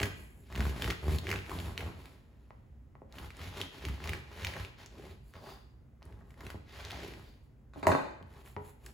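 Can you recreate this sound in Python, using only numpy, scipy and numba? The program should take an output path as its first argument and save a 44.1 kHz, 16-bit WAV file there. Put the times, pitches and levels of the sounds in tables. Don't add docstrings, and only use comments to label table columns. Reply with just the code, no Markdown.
import sys
import numpy as np
from scipy import signal
from scipy.fft import rfft, irfft
from scipy.io import wavfile
from scipy.ndimage import uniform_filter1d
from numba import njit

SR = 44100
rng = np.random.default_rng(int(sys.argv[2]) if len(sys.argv) > 2 else 0)


def inscribe(sig):
    pcm = np.round(np.clip(np.atleast_2d(sig).T, -1, 1) * 32767)
    wavfile.write(sys.argv[1], SR, pcm.astype(np.int16))


N = 393813
TIME = np.arange(N) / SR
MOTION_TIME = np.arange(0, N / SR, .001)

# start_s, length_s, fastest_share, hardest_pressed_share,
#   most_shudder_share (shares of the stroke), crust_crunch_db, serration_rasp_db, crumb_hiss_db,
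#   loaf_drag_db, board_shudder_db, teeth_hz (at full speed), loaf_hollow_hz, hollow_glide_octaves
STROKES = [(-0.08, 0.17, 0.62, 0.44, 0.27, -40.5, -54.5, -47.5, -34, -36, 103.5, 290, -.4),
           (0.138, 0.22, 0.26, 0.22, 0.24, -67, -75, -61, -58.5, -55.5, 76, 299, 0),
           (0.351, 0.11, 0.45, 0.22, .2, -106, -97, -68, -60, -55, 67, 303, 0),
           (0.522, 0.2, .85, 0.41, .55, -45.5, -44, -51.5, -38.5, -35, 70, 206, -.4),
           (0.751, 0.18, 0.65, 1, 0.76, -43, -41, -49, -36, -37.5, 59.4, 330, .4),
           (1.025, 0.15, .82, 0.4, 0.57, -45, -43, -49, -35.5, -31.5, 78, 309.5, -1.2),
           (1.227, 0.17, 0.35, 0.65, 0.63, -49, -45, -56, -37.5, -41.5, 99, 382, .4),
           (1.464, 0.28, 0.33, 0.23, .66, -46.5, -47, -53, -43, -41.5, 85.6, 280, -.5),
           (1.774, 0.15, 0.16, 0.25, 0.41, -46, -51, -58, -41, -39.5, 86.4, 390, -.5),
           (1.955, 0.22, 0.27, 0.088, .1, -62, -59.5, -65.5, -54, -79, 81, 294, 0),
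           (3.125, 0.18, 0.36, 0.45, 0.38, -50.5, -52, -59, -51, -49.5, 70, 300, 0),
           (3.359, 0.16, 0.68, 0.49, 0.53, -51, -44.5, -56.5, -48.5, -44.5, 81, 320, 0),
           (3.539, 0.12, 0.42, 0.6, 0.7, -48.5, -41, -54, -42.5, -48.5, 98, 380, -.5),
           (3.715, .11, 0.42, 0.35, .3, -54.5, -50.5, -63, -54.5, -65, 74, 300, 0),
           (3.814, .15, 0.28, 0.24, .55, -53, -46, -57.5, -43, -40, 70.7, 314, -.4),
           (3.996, 0.19, 0.42, 0.44, 0.5, -47.5, -44.5, -58, -43.5, -43, 77, 384, 0),
           (4.308, 0.23, 0.78, 0.85, 0.76, -48, -44.5, -56.5, -45.5, -45, 90, 480, .4),
           (4.546, 0.13, 0.6, 0.17, 0.44, -49.5, -46, -57.5, -43, -49.5, 103, 450, -.6),
           (4.778, 0.088, 0.32, 0.5, .5, -56.5, -50, -65, -56, -85, 69, 300, 0),
           (4.906, 0.25, 0.72, 0.47, 0.8, -59.5, -56.5, -66, -48.5, -55, 71, 350, .7),
           (5.338, 0.049, 0.45, 0.45, 0.52, -51, -55, -71, -55, -53, 82, 430, 0),
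           (5.39, 0.18, .48, 0.44, .3, -53.5, -64, -68, -45.5, -63.5, 62, 620, 1),
           (6.014, 0.33, .12, 0.1, 0.26, -62, -71, -78, -55.5, -53.5, 62, 286, 0),
           (6.379, 0.17, 0.63, 0.42, .4, -50.5, -54, -61.5, -49.5, -52, 70, 300, 0),
           (6.686, 0.23, 0.49, 0.65, 0.69, -53, -47.5, -61.5, -54.5, -55, 76, 400, 0),
           (6.891, 0.22, 0.35, 0.29, .35, -56, -45.5, -62.5, -42, -50.5, 69, 560, -1),
           (7.007, 0.3, 0.14, .27, .55, -59, -58.5, -65, -53, -55, 67, 310, -.5)]
# peak_s, level_db
WITHDRAWALS = [(2.049, -67), (5.5, -51.5), (7.28, -62.5)]
# start_s, level_db, centre_hz, crumbling_s
SNAPS = [(0.0165, -27, 2100, .003), (0.0307, -20, 2300, .0015), (0.0332, -19, 2000, .0015),
         (0.0555, -29, 2100, .003), (0.5255, -37, 1740, .001), (0.5544, -30, 2300, .002),
         (0.56, -29, 1900, .0015), (0.5765, -31, 1900, .003), (0.6063, -23.5, 1500, .0012),
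         (0.626, -33, 1700, .002), (0.6535, -31, 1000, .002), (0.8218, -22, 2600, .001),
         (0.8437, -23.5, 2400, .0015), (0.8607, -30, 1900, .002), (0.8772, -26, 1400, .003),
         (0.9030, -23, 2100, .004), (0.9078, -23, 2100, .002), (0.9255, -30, 1500, .001),
         (1.081, -33, 970, .002), (1.1855, -29, 3800, .001), (1.2698, -24, 2000, .001),
         (1.2915, -26, 2000, .0015), (1.3035, -27, 2000, .002), (1.3149, -19.5, 2100, .0012),
         (1.3277, -24, 1600, .002), (1.3400, -28, 1600, .003), (1.3596, -27, 2200, .0015),
         (1.4955, -33, 1800, .002), (1.5155, -31, 1000, .004), (1.5886, -30, 3500, .001),
         (1.6015, -33, 3000, .001), (1.7777, -22, 2600, .0012), (1.793, -33, 2200, .002),
         (1.8073, -29, 2100, .0015), (3.185, -36, 2600, .004), (3.369, -42, 8000, .001),
         (3.415, -37, 1900, .002), (3.6147, -20.5, 3000, .0012), (3.8519, -26, 2500, .001),
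         (3.886, -31, 1400, .002), (4.041, -33, 2400, .001), (4.059, -31, 1000, .002),
         (4.0747, -31, 2900, .001), (4.1338, -25, 2000, .0015), (4.4477, -21.5, 2500, .0015),
         (4.4696, -23, 2900, .0012), (4.565, -34, 1600, .002), (4.649, -34, 2500, .001),
         (4.8612, -37, 6000, .001), (6.0541, -49, 9000, .001), (6.125, -50, 1900, .003),
         (6.306, -49, 1900, .003), (6.342, -51, 1700, .001), (6.407, -40, 1700, .002),
         (6.4665, -36, 2400, .002), (6.5025, -34, 1500, .003), (6.8506, -31, 3700, .001),
         (6.9083, -28.5, 2900, .0012), (6.918, -35, 3600, .001), (8.227, -47, 2600, .001),
         (8.461, -47, 2400, .002), (8.475, -46, 1800, .003), (8.8625, -35, 8500, .001),
         (8.8651, -40, 1700, .002)]
# start_s, level_db, contact_brightness_hz, counter_boom_db,
#   mode_struck_hardest_hz, ring_against_blow_db (low where the loaf damps the board)
KNOCKS = [(2.506, -41.5, 2620, -72, 994, -31.5), (2.953, -45, 1990, -67, 1085, -35),
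          (3.018, -40.5, 582.5, -55, 543, -32), (6.0215, -46.5, 3047, -62, 960, -39),
          (6.5437, -37, 328.7, -50.5, 280, -36), (6.553, -42.5, 298, -57.5, 277, -34),
          (7.735, -51, 2600, -75, 1450, -23), (7.759, -42, 610, -64, 282, -18),
          (7.774, -43.5, 295, -62, 280, -31), (7.8296, -27, 1510, -44, 984, -21.5),
          (7.854, -29, 1210, -54, 416, -23), (7.8694, -9.5, 1900, -41, 1000, -27.5),
          (7.8723, -16.5, 730, -52, 630, -26.5), (7.880, -22.5, 1100, -54, 544, -30),
          (7.891, -16.5, 1380, -35, 1100, -35), (7.903, -18, 710, -49.5, 440, -32.5),
          (7.924, -18, 910, -36.5, 275, -25.5), (7.9498, -15, 1170, -49, 1105, -30.5),
          (8.211, -41, 300, -50.5, 280, -45), (8.347, -59, 1500, -75, 967, -18),
          (8.5649, -30.5, 2700, -42.5, 967, -26), (8.567, -36.5, 696, -58, 417, -23)]
# start_s, level_db, chatter_s, brightness_hz
CLINKS = [(7.736, -48, 0.0022, 8800), (7.828, -37.5, 0.0096, 6000), (7.852, -43, 0.0014, 6000),
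          (7.8686, -19.5, 0.0012, 15000), (7.9168, -20.5, 0.0026, 4870), (7.9513, -51, 0.0011, 14000)]
# start_s, length_s, fastest_share (of the length), rub_db, fine_hiss_db
HANDS = [(2.1, 0.61, 0.19, -71, -95), (5.241, 0.095, 0.64, -70, -79.5), (6.27, 0.067, 0.53, -69, -84),
         (7.425, 0.052, 0.53, -85, -89), (7.753, 0.072, 0.47, -53.5, -78.5),
         (8.297, 0.13, 0.84, -56, -78.5), (8.443, 0.087, 0.19, -55.5, -71.5),
         (8.624, 0.091, 0.74, -56.5, -70.5), (8.823, 0.087, 0.64, -56, -74)]

# pitch_hz, level_db, t60_s
BOARD_MODES = [(269, -1, 0.4), (288, -3, 0.46), (417, 0, 0.37), (535, -2, 0.5), (568, -3, 0.6),
               (629, 3, 0.36), (778, 0, 0.45), (857, 1, 0.55), (889, -4, 0.7), (967, 2, 0.28),
               (1064, 0, 0.26), (1114, 2, 0.27), (1437, -7, 0.55), (1487, -6, 0.25)]
# pitch_hz, level_db, t60_s
BLADE_MODES = [(2482, 1, .25), (2525, -1, .35), (3074, -6, .4), (3640, 4, .33), (3994, -6, .15),
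               (4118, -4, .12), (4554, -7, .3), (4893, -7, .27)]
# pitch_hz, level_db, t60_s
COUNTER_MODES = [(89.3, 2.5, 0.47), (141.53, -3.5, 0.33), (195.75, -3.5, 0.32)]

# frequency_hz, density_db_per_hz
KNOCK_COLOUR = [(40, -32), (85, -7), (160, -4), (280, -3), (460, -4.5), (610, 0.5), (740, -0.5), (980, 0.5),
                (1300, -5), (1630, -14.5), (1950, -5), (2500, -13), (3000, -16), (3500, -22), (5000, -19),
                (15000, -36)]
# frequency_hz, density_db_per_hz
CLINK_COLOUR = [(500, 7), (1500, 18), (2050, 8.5), (2500, 11), (3200, -3.5), (3700, 7), (4400, 1),
                (5500, -8.5), (7000, 0.5), (11000, -2.5), (16000, -4)]
# frequency_hz, density_db_per_hz
CRUNCH_COLOUR = [(300, -17.5), (550, 4.5), (750, 4), (1000, 5.5), (1400, 0), (1850, -2), (2400, -13),
                 (3000, -38.5), (5000, -50)]
# frequency_hz, density_db_per_hz
RASP_COLOUR = [(1200, -2), (2200, 2.5), (2900, 0.5), (4000, -2), (5000, -7), (6000, -10), (7000, -13.5),
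               (9000, -26.5), (16000, -28.5)]
# frequency_hz, density_db_per_hz
HISS_COLOUR = [(3000, -41.5), (6000, -10.5), (7000, 5), (8500, 2), (11000, 6.5), (13000, 4), (16000, -3.5)]
# frequency_hz, density_db_per_hz
DRAG_COLOUR = [(90, -24.5), (140, 8.5), (220, -3), (310, 1), (400, 2.5), (540, -6.5), (750, -9.5),
               (1100, -8.5), (2000, -55.5)]
# frequency_hz, density_db_per_hz
SHUDDER_COLOUR = [(20, -24), (40, -6.5), (62, 6.5), (90, 5), (130, 1.5), (200, -7), (500, -74.5)]
# frequency_hz, density_db_per_hz
SING_COLOUR = [(2400, -11), (2850, -8), (3300, -12), (3600, -5), (3880, -11), (4250, -6), (4480, -9),
               (4750, -1), (5100, -14), (7000, -19)]
# frequency_hz, density_db_per_hz
HUM_COLOUR = [(25, -35), (45, -6), (64, 3), (88, -6.5), (135, -6.5), (165, -19), (230, -14), (330, -23.5),
              (500, -28.5), (1000, -38), (2000, -43.5), (4000, -56), (8000, -57.5), (16000, -58)]

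# frequency_hz, t60_s
ROOM_T60 = [(100, .5), (400, .62), (1000, .62), (2500, .68), (5000, .58), (10000, .44), (16000, .35)]
# delay_s, level_db (against the whole reverberation)
ECHOES = [(.0013, -40), (.0029, -25), (.0049, -14), (.0094, -21), (.0158, -20), (.0295, -40.5)]
# frequency_hz, correlation (-1 to 1)
PORT_LIKENESS = [(100, 0.97), (300, 0.6), (600, -0.27), (1100, -0.081), (2200, -0.21), (5000, 0.22)]
# frequency_hz, left_over_right_db
MIC_LEAN = [(60, -0.5), (150, -2.0), (500, 0.5), (1000, 1.5), (2000, -0.5), (4500, 2.0), (7000, 0.2)]
# frequency_hz, lead_radians
MIC_LEAD = [(1400, .05), (2500, .5), (5000, .3), (6900, 0)]

HUM_LEVEL_DB = -55.5
TOP_HZ = 15850
SWING_SHAPE = 2.3
CRUNCH_POWER, RASP_POWER, HISS_POWER, DRAG_POWER, SHUDDER_POWER = 1.01, 1.14, 1.3, 1.39, 1.78
RUB_POWER = 1
SHUDDER_LAG_S = 0.0095
TEETH_SLOWING = .14
LOAF_SWEEP_OCTAVES, LOAF_WIDTH_HZ = 0.35, 70.0
LOAF_HOLLOW_DB, LOAF_LEVEL_DB = -2.5, -8
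RUB_BELOW_DB, CATCH_ABOVE_DB = -52, -33
SING_RISE_DB_PER_S, SING_FALL_DB_PER_S = 112, 151
SING_IN_CUT_DB = -16
SNAP_DB, SNAP_CRUMBLE, SNAP_SPRAY = 2, .6, .5
FLAKE_DB, FLAKE_SCATTER_DB, FLAKE_HZ, FLAKE_OCTAVES = -2, 10, 2345.7, 0.29
STRUCK_DB, STRUCK_OCTAVES = 14, .06


def undb(db):
    return 10 ** (np.asarray(db) / 20)


def unit(x):
    return x / np.sqrt(np.mean(x ** 2))


def along(points, hz):
    f, value = np.transpose(points)
    return np.interp(np.log(hz + 1), np.log(f), value)


def convolve(x, response):
    return signal.oaconvolve(x, response)[:len(x)]


def impulse(colour, size=4096):
    gain = undb(along(colour, np.fft.rfftfreq(size, 1 / SR)))
    cepstrum = irfft(np.log(gain))
    cepstrum[1:size // 2] *= 2
    cepstrum[size // 2 + 1:] = 0
    return irfft(np.exp(rfft(cepstrum)))


def shaped(x, colour):
    return unit(convolve(x, impulse(colour)))


def butter(x, hz, kind, order=2):
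    sections = signal.butter(order, min(hz, SR / 2 - 1000), kind, fs=SR, output="sos")
    return signal.sosfilt(sections, x)


@njit
def resonate(x, hz, width):
    y, band, low = np.empty(len(x)), 0., 0.
    for i in range(len(x)):
        g, k = np.tan(np.pi * hz[i] / SR), width / hz[i]
        v = (band + g * (x[i] - low)) / (1 + g * (g + k))
        band, low, y[i] = 2 * v - band, low + 2 * g * v, k * v
    return y


def add(track, s, sound):
    i = max(int(s * SR), 0)
    track[i:i + len(sound)] += sound[:N - i]


def decay(t, t60):
    return np.exp(-np.log(1000) * t / t60)


def ring(modes):
    t = TIME[:SR]
    total = np.zeros(SR)
    for hz, db, t60 in modes:
        phase = rng.uniform(0, 2 * np.pi)
        total += undb(db) * decay(t, t60) * np.sin(2 * np.pi * hz * t + phase)
    return total


def grains(per_s, spread_db, size=N):
    strength = undb(spread_db * np.minimum(rng.standard_exponential(size), 5))
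    return (rng.random(size) < per_s / SR) * strength * rng.choice([-1, 1], size)


def walk(rate):
    k = int(SR / rate)
    held = np.repeat(rng.standard_normal(N // k + 1), k)
    return unit(uniform_filter1d(held, k)[:N])


def swing(start, length, peak):
    peak = np.clip(peak, .08, .92)
    past = (MOTION_TIME - start) / length - peak
    away = np.maximum(-past / peak, past / (1 - peak))
    return np.exp(-np.minimum(away, 4) ** SWING_SHAPE)


def swells(movements, dbs, power, lag_s=0):
    level = sum(undb(db) * movement ** power for movement, db in zip(movements, dbs))
    return np.interp(TIME - lag_s, MOTION_TIME, level)


def kitchen():
    t, hz = TIME[:SR], np.fft.rfftfreq(SR, 1 / SR)
    centres = np.transpose(ROOM_T60)[0]
    likeness = along(PORT_LIKENESS, hz).clip(-1, 1)
    mid, side = np.exp(2j * np.pi * rng.random((2, len(hz))))
    ports = mid * np.sqrt(1 + likeness) + np.array([[1], [-1]]) * side * np.sqrt(1 - likeness)
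    tail = 0
    for share, (_, t60) in zip(np.eye(len(centres)), ROOM_T60):
        band = irfft(ports * along(np.c_[centres, share], hz))
        tail = tail + band * decay(t, t60)
    tail *= np.clip((t - .002) / 0.0022, 0, 1) * (1 + .5 * np.exp(-t / 0.012))
    tail /= np.sqrt(np.sum(tail ** 2) / 2)
    for k, (s, db) in enumerate(ECHOES):
        echo = undb(db) * butter(np.pad([.5, 1, .5], (0, 256)), 650, "high")
        add(tail[k % 2], s, echo)
        add(tail[1 - k % 2], s + 0.00046, echo)
    return tail


def heard(x, room, wet_db):
    return x + undb(wet_db) * np.array([convolve(x, port) for port in room])


def hum():
    mid, side = (shaped(rng.standard_normal(N), HUM_COLOUR) for _ in range(2))
    spread = 0.67 * np.array([[1], [-1]]) * butter(side, 320, "high", order=1)
    return undb(HUM_LEVEL_DB) * (mid + spread)


def hands(room):
    speed = [swing(s, length, fastest) for s, length, fastest, *_ in HANDS]
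    *_, rub_db, hiss_db = np.transpose(HANDS)
    colours = CRUNCH_COLOUR, RASP_COLOUR, HISS_COLOUR, DRAG_COLOUR
    crunch, rasp, hiss, drag = (shaped(grains(per_s=4200, spread_db=4.0), colour) for colour in colours)
    rub = undb(-9.5) * crunch + undb(-10.0) * rasp + undb(-6.0) * drag
    rub = rub * swells(speed, rub_db, RUB_POWER)
    crumbs = undb(7.0) * hiss * swells(speed, hiss_db, RUB_POWER)
    return heard(rub + crumbs, room, wet_db=-4.5)


def clinks(room):
    track, t, steel = np.zeros(N), TIME[:SR], ring(BLADE_MODES)
    for s, db, chatter_s, bright_hz in CLINKS:
        burst = rng.standard_normal(SR) * np.exp(-t / chatter_s)
        chatter = butter(convolve(burst, impulse(CLINK_COLOUR)), bright_hz, "low")
        add(track, s, undb(db) * (chatter / np.abs(chatter).max() + undb(-38) * steel))
    return heard(track, room, wet_db=2.5)


def struck(near_hz):
    modes = []
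    for hz, db, t60 in BOARD_MODES:
        nearness = np.exp(-(np.log2(hz / near_hz) / STRUCK_OCTAVES) ** 2)
        modes.append((hz, db + STRUCK_DB * nearness, t60))
    return ring(modes)


def knocks(room, bend_s=0.001233, size=8192):
    hz = np.fft.rfftfreq(size, 1 / SR)
    lateness = np.exp(-4j * np.pi * bend_s * np.sqrt(hz * 1000))
    thud = irfft(rfft(impulse(KNOCK_COLOUR), size) * lateness)
    thud /= np.abs(thud).max()
    blows, ringing, boom = np.zeros(N), np.zeros((2, N)), np.zeros(N)
    build_up = 1 - np.exp(-TIME[:SR] / 0.00067)
    for s, db, contact_hz, boom_db, near_hz, board_db in KNOCKS:
        blow = butter(thud, contact_hz, "low")
        gain = undb(db) / np.abs(blow).max()
        add(blows, s - .0005, gain * blow)
        for port in ringing:
            board = build_up * butter(struck(near_hz), contact_hz, "low")
            add(port, s, gain * undb(board_db) * board)
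        add(boom, s, undb(boom_db) * build_up * ring(COUNTER_MODES))
    return heard(blows, room, wet_db=-4) + ringing + boom


def flakes(count=4):
    rows = []
    for s, length, _, hardest, _, crunch_db, *_ in STROKES:
        for when, size, pitch in rng.standard_normal((count, 3)):
            at = s + length * np.clip(hardest + 0.29 * when, 0, 1)
            level_db = crunch_db + FLAKE_DB + FLAKE_SCATTER_DB * size
            rows.append((at, level_db, FLAKE_HZ * 2 ** (FLAKE_OCTAVES * pitch), .001))
    return rows


def snaps(room):
    track, t = np.zeros(N), TIME[:1024]
    for s, db, hz, crumble_s in list(SNAPS) + flakes():
        cycles = t * hz
        pulse = np.sin(2 * np.pi * cycles) * cycles / .42 * np.exp(1 - cycles / .42)
        splinters = grains(per_s=15000, spread_db=4.0, size=len(t)) * np.exp(-t / crumble_s)
        crumble = resonate(splinters, np.full(len(t), float(hz)), .45 * hz)
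        snap = pulse + SNAP_CRUMBLE * crumble / np.abs(crumble).max()
        snap = snap + SNAP_SPRAY * splinters / np.abs(splinters).max()
        add(track, s - .0002, undb(db + SNAP_DB) * snap / np.abs(snap).max())
    return heard(butter(track, 600, "high", order=1), room, wet_db=-6)


def teeth(rate_hz, jitter, scatter_db, count=1400):
    chance = rng.standard_normal((count, 2))
    teeth_passed = np.cumsum(rate_hz) / SR
    at = np.searchsorted(teeth_passed, np.cumsum(np.exp(jitter * chance[:, 0])))
    catches = np.zeros(N + 1)
    catches[at] = undb(scatter_db * chance[:, 1])
    return catches[:N]


def singing():
    level = np.zeros(N)
    for s, db in WITHDRAWALS:
        drop_db = np.maximum((s - TIME) * SING_RISE_DB_PER_S, (TIME - s) * SING_FALL_DB_PER_S)
        level += undb(db - drop_db)
    return level


def sawing(room):
    speed = [swing(s, length, fastest) for s, length, fastest, *_ in STROKES]
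    pressure = [swing(s, length, hardest) for s, length, _, hardest, *_ in STROKES]
    shaking = [swing(s, length, most) for s, length, _, _, most, *_ in STROKES]
    columns = np.transpose(STROKES)
    start_s, length_s = columns[:2]
    crunch_db, rasp_db, hiss_db, drag_db, shudder_db, teeth_hz, loaf_hz, glide = columns[5:]
    stroke = np.argmax(speed, axis=0)

    slowing = 1 - TEETH_SLOWING * (1 - np.max(speed, axis=0))
    rate_hz = np.interp(TIME, MOTION_TIME, teeth_hz[stroke] * slowing)
    catches = teeth(rate_hz, jitter=.05, scatter_db=2.5)
    progress = np.clip((MOTION_TIME - start_s[stroke]) / length_s[stroke], 0, 1)
    octaves = glide[stroke] * (progress - .5) + LOAF_SWEEP_OCTAVES * (np.max(pressure, axis=0) - 1)
    hollow_hz = np.interp(TIME, MOTION_TIME, loaf_hz[stroke] * 2 ** octaves)

    after_catch = 3 + unit(convolve(catches, np.exp(-TIME[:2048] / 0.0027)))
    bite = after_catch * undb(1.5 * walk(90))
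    scraping = swells(speed, rasp_db, RASP_POWER)
    crumbling = bite * undb(2 * walk(140)) * grains(per_s=1000, spread_db=2.5)
    crunch = shaped(crumbling, CRUNCH_COLOUR) * swells(pressure, crunch_db, CRUNCH_POWER)
    rasp = shaped(bite * grains(per_s=7000, spread_db=2.0), RASP_COLOUR) * scraping * undb(-1.5)
    hiss = shaped(bite * grains(per_s=9100, spread_db=-1.5), HISS_COLOUR)
    hiss = hiss * swells(speed, hiss_db, HISS_POWER)
    song_level = undb(SING_IN_CUT_DB) * scraping + singing()
    song = shaped(rng.standard_normal(N), SING_COLOUR) * song_level

    stroke_grip = np.interp(shudder_db, [RUB_BELOW_DB, CATCH_ABOVE_DB], [.1, .85])
    grip = np.interp(TIME, MOTION_TIME, stroke_grip[stroke])
    rubbing = unit(bite * grains(per_s=2500, spread_db=2))
    tug = np.sqrt(grip) * unit(catches - catches.mean()) + np.sqrt(1 - grip) * rubbing
    hollow = undb(LOAF_HOLLOW_DB) * unit(resonate(tug, hollow_hz, LOAF_WIDTH_HZ))
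    drag = (undb(-1) * shaped(tug, DRAG_COLOUR) + hollow) * swells(pressure, drag_db, DRAG_POWER)
    shudder = shaped(tug, SHUDDER_COLOUR) * swells(shaking, shudder_db, SHUDDER_POWER, SHUDDER_LAG_S)

    crust = heard(crunch + rasp + hiss + song, room, wet_db=-4.0) * undb(-5.5)
    loaf = heard(drag * undb(LOAF_LEVEL_DB), room, wet_db=-7)
    return crust + loaf + heard(shudder, room, wet_db=0)


def scene():
    room = kitchen()
    return hum() + hands(room) + clinks(room) + knocks(room) + snaps(room) + sawing(room)


def record(dry):
    hz = np.fft.rfftfreq(2 * N, 1 / SR)
    left, right = rfft(dry, 2 * N)
    lean_db = along(MIC_LEAN, hz)
    lead = along(MIC_LEAD, hz)
    shared = np.clip((hz - 5800) / 1100, 0, 1) * np.pi / 2
    right = (right * np.cos(shared) + left * np.sin(shared)) / np.sqrt(1 + np.sin(2 * shared) / 2)
    late = 2 * np.pi * np.maximum(hz - 6900, 0) * .000236
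    left = left * np.exp(1j * (lead - late))
    ports = irfft(np.array([left * undb(lean_db / 2), right * undb(-lean_db / 2)]))[:, :N]
    return signal.sosfilt(signal.ellip(10, .2, 80, TOP_HZ, fs=SR, output="sos"), ports)


dry = scene()
out = record(dry)
inscribe(out)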